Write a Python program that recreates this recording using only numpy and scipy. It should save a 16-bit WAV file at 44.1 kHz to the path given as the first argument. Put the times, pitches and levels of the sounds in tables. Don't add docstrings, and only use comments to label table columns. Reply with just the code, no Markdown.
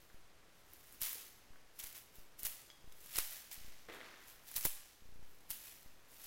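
import sys
import numpy as np
from scipy import signal
from scipy.fft import rfft, irfft, next_fast_len
from scipy.io import wavfile

SR = 44100
rng = np.random.default_rng(int(sys.argv[2]) if len(sys.argv) > 2 else 0)


def ratio(d):
    e = np.asarray(d, float) / 20
    return 10 ** e


def store_wav(level_fs):
    pcm = np.round(np.clip(np.atleast_2d(level_fs), -1, 1) * 32767)
    wavfile.write(sys.argv[1], SR, pcm.T.astype(np.int16))


N = 276066


def unit(x):
    return x / np.sqrt(np.mean(x ** 2) + 1e-20)


def along(points, hz):
    f, v = np.transpose(points)
    return np.interp(np.log(hz + 1), np.log(f + 1), v)


def filtered(x, response):
    m = next_fast_len(N + SR // 2)
    return irfft(rfft(x, m) * response(np.fft.rfftfreq(m, 1 / SR)), m)[:N]


def coloured(x, spectrum):
    return unit(filtered(x, lambda hz: ratio(along(spectrum, np.minimum(hz, 15000)))))


def resonant(x, modes):
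    def response(f):
        total = 0
        for k, (centre, width, db) in enumerate(modes):
            damping = 1j * f * width
            total = total + (-1) ** k * ratio(db) * damping / (centre * centre - f * f + damping)
        return total
    return unit(filtered(x, response))


def crackle(per_s, spread_db, life_s):
    biggest_slip = 5
    size_db = spread_db * np.minimum(rng.exponential(size=N), biggest_slip)
    slips = (rng.random(N) < per_s / SR) * ratio(size_db)
    return signal.lfilter([1], [1, -np.exp(-1 / (life_s * SR))], slips) * rng.standard_normal(N)


def add(track, s, sound):
    track[round(s * SR):][:len(sound)] += sound


def hiss():
    # (frequency [Hz], level [dB per Hz])
    floor = [(12, -52), (20, -10), (33, -15.5), (123, -22), (210, -24.5), (310, -23), (660, -25.5),
             (780, -26.5), (1440, -28), (1760, -28.5), (2200, -30), (13200, -42.5), (16000, -53)]
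    return ratio(-67.5) * coloured(rng.standard_normal(N), floor)


def stroke_db(s, db, rise_s, fall_s):
    late = np.arange(N) / SR - s
    return db - 20 * np.maximum(late / abs(fall_s), -late / abs(rise_s))


def effort():
    # (peak time [s], crisp level [dB], rise [s per 20 dB], fall [s per 20 dB])
    sways = [(0, -71, -0.15, 0.35), (.6, -74, 0.16, 0.13), (.72, -66.5, -0.09, 0.5),
             (.95, -63.5, 0.28, 0.08), (1.55, -78, 0.12, 0.14), (1.76, -69, -0.04, 0.36),
             (1.87, -56, 0.12, 0.0649), (1.95, -52.5, -0.01, 0.0835), (2.16, -62.5, .06, 0.1361),
             (2.462, -40, 0.0384, 0.0327), (3.05, -61, 0.2065, .5), (3.115, -58, 0.13, 0.19),
             (3.166, -41.5, 0.0569, 0.0362), (3.33, -51, 0.12, 0.1613), (3.93, -66, 0.02, 0.09),
             (4.29, -61, 0.13, 0.1636), (4.48, -57.5, 0.06, 0.57), (4.635, -46.5, .1, 0.0528),
             (5.3, -74, 0.27, 1), (5.67, -55, 0.1318, 0.1944), (6.11, -66, 0.06, -0.18),
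             (6.2, -62.5, 0.16, 0.41), (6.255, -56, 0.146, 0.96)]
    # (peak time [s], crisp level [dB], body over crisp [dB])
    jerks = [
        (1.019, -38.5, -11),
        (1.797, -46, -8.5),
        (2.395, -49, -16),
        (3.186, -38.5, -0.5),
        (3.518, -44, -9.5),
        (4.564, -36, -10.5),
        (4.654, -31, -12.5),
        (5.508, -41.5, -11.5),
    ]
    # (start [s], crisp level [dB], fall [s per 20 dB], body over crisp [dB])
    settles = [
        (1.043, -42, 0.2159, -8),
        (1.83, -55.5, 0.197, -2.5),
        (2.49, -58, 0.26, -2.5),
        (3.22, -50, 0.32, -5),
        (3.55, -64.5, 0.43, 4.5),
        (4.05, -78, .5, 11.5),
        (4.69, -59, 0.31, 2),
        (5.54, -56.5, 0.31, -6),
    ]
    sway_body_db, body_lingers, body_rest_db = -7, 1.24, -80
    strokes = [(s, db, 0.0134, .04, body_db) for s, db, body_db in jerks]
    strokes += [(*row, sway_body_db) for row in sways]
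    strokes += [(s, db, 0.026, fall, body_db) for s, db, fall, body_db in settles]
    crisp, body = np.zeros(N), np.full(N, ratio(2 * body_rest_db))
    for s, db, rise, fall, body_db in strokes:
        crisp += ratio(2 * stroke_db(s, db, rise, fall))
        body += ratio(2 * stroke_db(s, db + body_db, rise, body_lingers * fall))
    return np.sqrt(crisp), np.sqrt(body)


def feathers(crisp, body):
    # (frequency [Hz], level [dB per Hz])
    crisp_colour = [(1760, -36), (3000, -3.5), (4380, -7), (6620, -2.5), (7620, -1), (9070, -3.5),
                    (10700, 3), (12500, 4), (15200, 1.5), (16000, -79)]
    # (frequency [Hz], level [dB per Hz])
    body_colour = [(300, -23.5), (600, -12.5), (1200, -8.5), (2000, -1.5), (3500, -5), (6000, -4.5),
                   (9000, -16.5)]
    shared = crackle(per_s=2500, spread_db=1.0, life_s=0.000936)
    small = crackle(per_s=880, spread_db=0.0, life_s=0.00029)
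    large = crackle(per_s=2300, spread_db=4.5, life_s=0.00123)
    fine = coloured(shared + small, crisp_colour)
    coarse = coloured(1.8 * shared + large, body_colour)
    return crisp * fine + body * coarse


def barbs(crisp):
    # (time [s], peak level [dB])
    further_snaps = [(1.008, -39), (1.0616, -27), (1.1328, -34), (1.8383, -33), (1.8702, -37), (1.9279, -39),
                     (1.9675, -39), (1.9793, -39), (2.401, -40), (2.409, -40), (2.4676, -27), (2.6181, -45),
                     (2.9257, -49), (3.0131, -47), (3.1966, -29), (3.2324, -34), (3.5431, -37), (3.9476, -46),
                     (4.4798, -45), (4.5415, -36), (4.5707, -26), (4.5935, -31), (4.6291, -30), (4.6424, -31),
                     (4.6474, -28), (4.6709, -30), (5.4083, -53), (5.6722, -39), (5.8301, -45), (6.1185, -49)]
    per_s, over_db, spread_db = 40, 10, 2
    centre_hz, length_ms = 12570, 1.4
    when, size = rng.random((round(per_s * N / SR), 2)).T
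    rustle_db = 20 * np.log10(crisp[(when * N).astype(int)])
    db = rustle_db + over_db - spread_db * np.log(1 - size)
    rows = [*further_snaps, *zip(.001 + when * N / SR, db)]
    chance = rng.random((len(rows), 2))
    return [(*row, centre_hz * (.85 + .3 * pitch), length_ms * (0.61 + 0.78 * length))
            for row, (pitch, length) in zip(rows, chance)]


def room(x):
    # (frequency [Hz], decay time t60 [s], level [dB])
    walls = [(200, 0.1, -3.5), (686, 1, 1.5), (2000, 0.944, -1.5), (6000, 0.879, -1.5), (12400, 0.351, 7)]
    wet, hop = np.zeros(N + 2 * SR), 2048
    fade = np.hanning(2 * hop + 1)[:-1]
    x = np.pad(x, (hop, 2 * hop))
    for start in range(0, N + hop, hop):
        hz, t, z = signal.stft(rng.standard_normal(SR * 2 // 3), SR, nperseg=256)
        t60 = along([(row[0], row[1]) for row in walls], hz)[:, None]
        db = along([(row[0], row[2]) for row in walls], hz)[:, None]
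        tail = signal.istft(z * ratio(db - 60 * t / t60), SR, nperseg=256)[1]
        echo = signal.fftconvolve(fade * x[start:start + 2 * hop], tail / np.linalg.norm(tail))
        wet[start:start + len(echo)] += echo
    return wet[hop - 200:][:N]


def blows():
    # (time [s], peak level [dB], frequency [Hz])
    hits = [
        (0.1008, -54, 1640),
        (1.155, -55, 444),
        (1.535, -57, 1490),
        (1.559, -54, 1590),
        (3.8883, -47.5, 468),
        (3.887, -46.5, 2080),
        (4.013, -44.5, 2000),
        (4.141, -54.5, 1550),
    ]
    out, t = np.zeros(N + SR), np.arange(4096) / SR
    for s, db, hz in hits:
        t60 = 0.00105 + 9 / hz
        add(out, s, ratio(db + 4 - 60 * t / t60) * np.sin(2 * np.pi * hz * t))
    return out[:N]


def snaps(rows):
    near, far, t = np.zeros(N + SR), np.zeros(N + SR), np.arange(1024) / SR
    dull = signal.butter(2, [700, 3800], "band", fs=SR)
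    for s, db, hz, ms in rows:
        body_db = -23.5 + 4 * ms
        burst = rng.standard_normal(len(t)) * np.exp(-(t / (ms * .0008)) ** 1.5)
        pair = np.array([burst, np.linalg.norm(burst) * (t == 0)])
        ring = signal.lfilter(*signal.iirpeak(min(hz, 17000), 2, SR), pair)
        bright = ring + 0.077 * np.diff(pair, prepend=0)
        body = signal.lfilter(*dull, pair)
        both = bright / abs(bright[0]).max() + ratio(body_db) * body / abs(body[0]).max()
        direct, thrown = ratio(db - 0.5 - 3.2 * (hz < 5500)) * both
        add(near, s - .0003, direct)
        add(far, s, thrown)
    return near[:N], far[:N]


def puffs():
    # (time [s], peak level [dB], push or pull [signed factor])
    gusts = [
        (2.433, -49, 0.95),
        (2.453, -50.5, 0.98),
        (3.1803, -41.5, -0.92),
        (3.1861, -36.5, -1),
        (3.1866, -30, 1),
        (4.6539, -24, 0.967),
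        (4.656, -32, 0.75),
        (4.6583, -37, -1.33),
        (4.666, -34, -1.35),
        (5.5052, -48, 0.92),
    ]
    t = np.arange(N) / SR
    return sum(way * ratio(db) * np.exp(-((t - s) / 0.000227) ** 2) for s, db, way in gusts)


def ticks():
    # (time [s], peak level [dB])
    clicks = [
        (2.7018, -48.5),
        (2.7072, -64),
        (2.7108, -61),
        (2.9225, -62.5),
    ]
    # (frequency [Hz], level [dB], decay time t60 [s])
    clasp = [(2200, -5, .008), (3300, 0, .014), (3330, -18, .2), (4950, -22, .15), (4900, -4, .01),
             (6300, -7, .01)]
    out, t = np.zeros(N + SR), np.arange(4096) / SR
    for s, db in clicks:
        for hz, level, t60 in clasp:
            uneven_db = rng.normal(0, 1.1)
            add(out, s, ratio(db + 1 + level + uneven_db - 60 * t / t60) * np.sin(2 * np.pi * hz * t))
    return out[:N]


def drag():
    # (time [s], scrape level [dB])
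    scrape = [
        (3.886, -53.5),
        (4.18, -63),
        (4.25, -66.5),
        (4.276, -68.5),
        (4.408, -77.5),
        (4.45, -79),
    ]
    # (frequency [Hz], width [Hz], level [dB])
    pile = [(1153, 835, -2), (1736, 302, 2.5), (2080, 298, -0.5), (2725, 410, -4.5), (3413, 646, -6.5)]
    # (frequency [Hz], width [Hz], level [dB])
    post = [(305, 145, -3.5), (494, 232, -4)]
    t = np.arange(N) / SR
    scrape_db = np.interp(t, *np.transpose(scrape))
    hollow_db = -3 - 29.5 * np.maximum(t - scrape[0][0], 0)
    touching = np.clip((t - 3.882) / 0.005, 0, 1) * (t < scrape[-1][0])
    slips = crackle(per_s=3200, spread_db=0.5, life_s=0.00135)
    return touching * ratio(scrape_db) * (resonant(slips, pile) + ratio(hollow_db) * resonant(slips, post))


def scene():
    # (time [s], peak level [dB], centre [Hz], length [ms])
    loud_snaps = [(0.7351, -40, 12900, 1.7), (0.8413, -49, 12100, 0.9), (0.9255, -42, 12800, 1.3),
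                  (1.0166, -25, 12900, 2.0), (1.0332, -22, 10800, 0.8), (1.0532, -27, 13700, 1.5),
                  (1.0936, -29, 13500, 1.5), (1.1305, -26, 14800, 1.4), (1.7923, -30, 14000, 0.8),
                  (1.8419, -31, 13100, 0.9), (2.3927, -40, 11000, 1.4), (2.4329, -23, 13400, 0.9),
                  (2.451, -25, 13400, 1.7), (2.4564, -23, 10200, 1.1), (2.923, -46, 5000, 1.5),
                  (3.1581, -27, 4300, 2.0), (3.1694, -26, 10400, 1.0), (3.1813, -22, 10100, 2.0),
                  (3.186, -19, 11200, 2.6), (3.309, -33, 13500, 0.9), (3.5134, -36, 14000, 2.6),
                  (3.5307, -30, 14800, 0.9), (4.515, -32, 11500, 1.9), (4.5652, -26, 12100, 1.1),
                  (4.5816, -27, 14800, 2.0), (4.6115, -28, 12400, 0.9), (4.6522, -17.5, 12800, 2.5),
                  (4.6558, -19, 12700, 2.2), (5.5048, -25, 13400, 1.0), (6.2427, -42, 13700, 1.3)]
    crisp, body = effort()
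    near, far = snaps([*loud_snaps, *barbs(crisp)])
    taps = blows() + ticks()
    rubs = feathers(crisp, body) + drag()
    echoes = room(ratio(-5.5) * far + taps + ratio(-4.5) * rubs)
    return (near + taps + puffs() + rubs + echoes + hiss())[None]


def roll_off(x):
    return signal.sosfilt(signal.butter(12, 16670, fs=SR, output="sos"), x)


def record(dry):
    # (time [s], size [notches])
    cuts = [(1.0185, 1), (1.842, 1), (2.4329, 1), (2.452, 1), (3.1585, 1), (3.1868, 2), (3.189, 1),
            (4.5583, 1), (4.5798, 1), (4.6525, 2), (4.654, 2), (4.659, 1), (5.5052, 1)]
    # (start [s], length [notches])
    climbs = [
        (.1442, 1),
        (1.5059, 1),
        (2.1853, 1),
        (2.843, 2),
        (3.5788, 4),
        (5.0225, 7),
        (5.8606, 1),
    ]
    moves = np.zeros(N)
    for s, count in cuts:
        moves[round(s * SR)] += count
    for s, count in climbs:
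        steps_s = s + .0342 * np.arange(count)
        moves[np.round(steps_s * SR).astype(int)] -= 1
    gain = ratio(-.5 * np.cumsum(moves))
    offset = signal.lfilter([.1], [1, -.9], gain - gain[0])
    thump = -.052 * signal.lfilter([1, -1], [1, -np.exp(-1 / (.075 * SR))], offset)
    top_hz = 15960
    heard = filtered(dry[0] * gain, lambda hz: 1 / (1 + (hz / top_hz) ** 300))
    mix = (heard + thump - .0005)[None]
    return roll_off(mix)


dry = scene()
out = record(dry)
store_wav(out)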